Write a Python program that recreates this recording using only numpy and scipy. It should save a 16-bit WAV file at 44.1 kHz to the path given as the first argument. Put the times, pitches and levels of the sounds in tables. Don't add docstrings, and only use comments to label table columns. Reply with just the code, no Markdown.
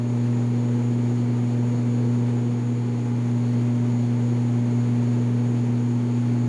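import sys
import numpy as np
from scipy import signal
from scipy.fft import rfft, irfft
from scipy.io import wavfile

SR = 44100
rng = np.random.default_rng(int(sys.argv[2]) if len(sys.argv) > 2 else 0)


def generate_wav(sig):
    pcm = np.round(np.clip(np.atleast_2d(sig).T, -1, 1) * 32767).astype(np.int16)
    wavfile.write(sys.argv[1], SR, pcm)


N = 285768
TIME = np.arange(N) / SR
BINS = np.fft.rfftfreq(N, 1 / SR)

# (frequency [Hz], spectral density [dB per Hz])
ROAR_SPECTRUM = [(15, -100), (35, -94), (50, -84), (64, -76.5), (95, -70), (130, -62.5), (260, -58.5),
                 (410, -60.5), (520, -70), (640, -73), (900, -73.5), (1150, -84.5), (2000, -105),
                 (5000, -140)]
HISS_SPECTRUM = [(300, -93.5), (1100, -80), (1700, -82.5), (2300, -83.5), (2700, -86.5), (3300, -88.5),
                 (3900, -92), (5100, -97), (6200, -94), (7700, -100.3), (10000, -100), (10900, -105)]
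# (frequency [Hz], width [Hz], gain [dB])
CABIN_MODES = [(151, 15, -0.5), (317.4, 13, -5), (341.7, 32, 3), (377, 45, -1.5), (424, 14, 0.5),
               (654, 47, -3.5), (750, 61, -0.5), (948, 110, 3), (1040, 91, -2.5), (1350, 70, 2),
               (3160, 160, 6), (3600, 120, 2)]

# (time [s], beat frequency [Hz])
BEAT_RATE = [(0.0, 4.0), (1.01, 3.8), (1.35, 3.03), (1.96, 5.04), (2.6, 3.06), (4.14, 3.28), (4.44, 4.36),
             (5.27, 2.08), (6.5, 4.43)]
# (time [s], gain [dB])
FAR_WHINE_GAIN = [(0, -0.5), (2.4, -0.5), (3.7, -6), (4.8, -1), (5.4, -3), (6.5, -4)]
SIDEBAND_ORDERS = [-6, -4, -3, -2, -1, 0, 1, 2, 3, 10, 12, 14, 15, 16]
# (near engine [dB], far engine [dB])
SIDEBAND_LEVELS = [(-77, -84), (-74.5, -82), (-67.5, -80), (-71.5, -71), (-80, -81.5), (-75.5, -64),
                   (-83, -73.5), (-78, -85.5), (-76.5, -86.5), (-93, -81.5), (-88, -89), (-89.5, -94),
                   (-87, -88.5), (-86.5, -88)]
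TURBINE_HZ, FIRST_IN_STEP_S = 6950.4, .12
GEAR_HZ, GEAR_DB = 2374, -66.5

# (frequency [Hz], time constant [s], base level [dB], place of the tap [cycles])
TRIM_MODES = [(4350, 0.00068, -63.5, 0.6), (3720, 0.00083, -75.5, .64)]

# (time [s], frequency [Hz])
BLADE_RATE = [(0, 119.9), (.5, 119.95), (1, 120.12), (2, 120.15), (3, 119.8), (3.5, 119.94), (4.5, 119.87),
              (5.5, 120.07), (6.5, 120.07)]
# (time [s], level [dB])
DRONE_LEVEL = [(0, -24), (0.15, -21.5), (1.88, -21.5), (2.09, -20.5), (2.55, -23), (2.96, -23.5),
               (3.5, -21.1), (4.7, -21), (5.05, -20.5), (5.35, -21.0), (6.05, -22), (6.28, -21),
               (6.48, -21)]
MIDDLE_ORDERS = [3, 4, 5, 7]
# (base level at mid-scene [dB], trend [dB/s])
MIDDLE_LEVELS = [(-51, -1), (-48.5, -0.86), (-53, -0.7), (-56.5, 0.2)]
# (centre time [s], order [blade rates], length [s], change [dB])
MIDDLE_SWELLS = [(1.3, 3, 0.45, 5.5), (1.5, 7, 0.64, -13), (1.95, 3, 0.44, -3), (2.3, 4, .9, 4.5),
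                 (2.85, 7, .6, 4), (2.87, 5, 0.54, -24), (3.4, 3, 0.84, -9), (3.6, 7, .7, -4),
                 (3.85, 5, 1.1, 3.5), (4.95, 3, .5, -12.5), (5.9, 4, 0.31, -10)]
FAINT_ORDERS = [6, 8, 9, 10, 17, 18, 19]
FAINT_LEVELS = [-59.5, -69.5, -62.5, -67, -68.5, -67, -72]
BLADE_DB, BLADE_FOLLOW = -23.4, 0.94
OCTAVE_DB, OCTAVE_FOLLOW = -26.5, 1.3


def amp(db):
    return 10 ** (np.asarray(db) / 20)


def unit(x):
    return x / np.sqrt(np.mean(abs(x) ** 2) + 1e-20)


def curve(rows):
    return np.interp(TIME, *np.transpose(rows))


def spectrum(points):
    hz, db = np.transpose(points)
    return np.interp(np.log(BINS + 1), np.log(hz + 1), db)


def noise(gain):
    return irfft(rfft(rng.standard_normal(N)) * gain, N) * np.sqrt(SR / 2)


def band(hz, width):
    return unit(noise(1 / (1 + ((BINS - hz) / (.5 * width)) ** 2 / 2)))


def drift(rate_hz, size=2048):
    hz = np.fft.rfftfreq(size, 2 * TIME[-1] / size)
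    slow = irfft(rfft(rng.standard_normal(size)) * np.exp(-(hz / rate_hz) ** 2))
    slow = np.interp(TIME, np.linspace(0, 2 * TIME[-1], size), slow)
    return unit(slow - slow.mean())


def load_db():
    db = curve(DRONE_LEVEL)
    return db - db.mean()


def airflow(roar_follow=.25, hiss_follow=0.37, gust_db=0.5):
    colour_db = sum(db / (1 + ((BINS - hz) / (.5 * width)) ** 2) for hz, width, db in CABIN_MODES)
    roar = noise(amp(spectrum(ROAR_SPECTRUM) + colour_db))
    roar *= amp(roar_follow * load_db() + gust_db * drift(13))
    hiss = noise(amp(spectrum(HISS_SPECTRUM)))
    hiss *= amp(hiss_follow * load_db() + gust_db * drift(17))
    return roar + hiss


def beat_angle():
    beats = np.cumsum(curve(BEAT_RATE)) / SR
    return 2 * np.pi * (beats - np.interp(FIRST_IN_STEP_S, TIME, beats))


def intake(passes, level_db=-62.5, swing_db=1.0, throb_db=-0.6, depth=0.23, follow=0.68):
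    pulse = 1 + depth * np.cos(2 * np.pi * (passes - .22))
    surge_db = throb_db * amp(curve(FAR_WHINE_GAIN)) * np.cos(beat_angle()) + swing_db * drift(6.4)
    return amp(level_db + follow * load_db() + surge_db) * band(hz=6730, width=660) * pulse


def turbines(passes, wander_hz=0.94, shimmer=0.46):
    near = np.exp(2j * np.pi * np.cumsum(TURBINE_HZ + wander_hz * drift(1)) / SR)
    slip = amp(curve(FAR_WHINE_GAIN)) * np.exp(-1j * beat_angle())
    steady_passes = np.linspace(0, passes[-1], N)
    whines = np.zeros(N)
    for order, (near_db, far_db) in zip(SIDEBAND_ORDERS, SIDEBAND_LEVELS):
        chop = np.exp(2j * np.pi * (order * steady_passes + rng.random()))
        path = 1 + shimmer * (drift(21) + 1j * drift(21)) / np.sqrt(2)
        whines += (near * chop * path * (amp(near_db) + amp(far_db) * slip)).real
    gear_mesh = amp(GEAR_DB) * np.cos(2 * np.pi * np.cumsum(GEAR_HZ + 6 * drift(8.2)) / SR)
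    return np.sqrt(2) * (whines + gear_mesh)


def trim_buzz(passes, follow=.8, jitter_s=.00009, swing_db=1.7):
    push_db = follow * load_db() + swing_db * drift(11)
    cycles = np.arange(int(passes[-1]) - 1)
    t, out = TIME[:SR // 100], np.zeros(N)
    for hz, decay_s, db, place in TRIM_MODES:
        tap_s = np.interp(cycles + place, passes, TIME) + jitter_s * rng.standard_normal(len(cycles))
        force = rng.uniform(.75, 1.25, len(cycles))
        taps = np.zeros(N)
        taps[np.clip((tap_s * SR).astype(int), 0, N - 1)] = force
        mode = t * np.exp(-t / decay_s) * np.sin(2 * np.pi * hz * t)
        out += amp(db + push_db) * unit(signal.oaconvolve(taps, mode)[:N])
    return out


def swell_db(order):
    return sum(db * np.exp(-(2 * (TIME - centre) / length) ** 2)
               for centre, harmonic, length, db in MIDDLE_SWELLS if harmonic == order)


def propeller(passes, flutter_db=0.37, octave_flutter_db=0.46, waver_db=1.5, gust_hz=1.1, unsteady=0.55):
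    angle = 2 * np.pi * passes - np.pi / 2
    out = amp(BLADE_DB + BLADE_FOLLOW * load_db() + flutter_db * drift(13)) * np.sin(angle)
    out += amp(OCTAVE_DB + OCTAVE_FOLLOW * load_db() + octave_flutter_db * drift(9)) * np.sin(2 * angle)
    for order, (db, trend) in zip(MIDDLE_ORDERS, MIDDLE_LEVELS):
        level_db = db + trend * (TIME - TIME.mean()) + swell_db(order) + waver_db * drift(5.3)
        out += amp(level_db) * np.sin(order * angle)
    for order, db in zip(FAINT_ORDERS, FAINT_LEVELS):
        sway = np.sqrt(1 - unsteady) + np.sqrt(unsteady / 2) * (drift(gust_hz) + 1j * drift(gust_hz))
        out += amp(db) * (unit(sway) * np.exp(1j * order * angle)).imag
    return -np.sqrt(2) * out


def scene():
    passes = np.cumsum(curve(BLADE_RATE)) / SR
    return (propeller(passes) + trim_buzz(passes) + turbines(passes) + intake(passes) + airflow())[None]


def record(dry, cutoff_hz=11030):
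    lowpass = signal.firwin(1023, cutoff_hz, window=("kaiser", 9), fs=SR)
    return signal.oaconvolve(dry, lowpass[None], "same")


dry = scene()
out = record(dry)
generate_wav(out)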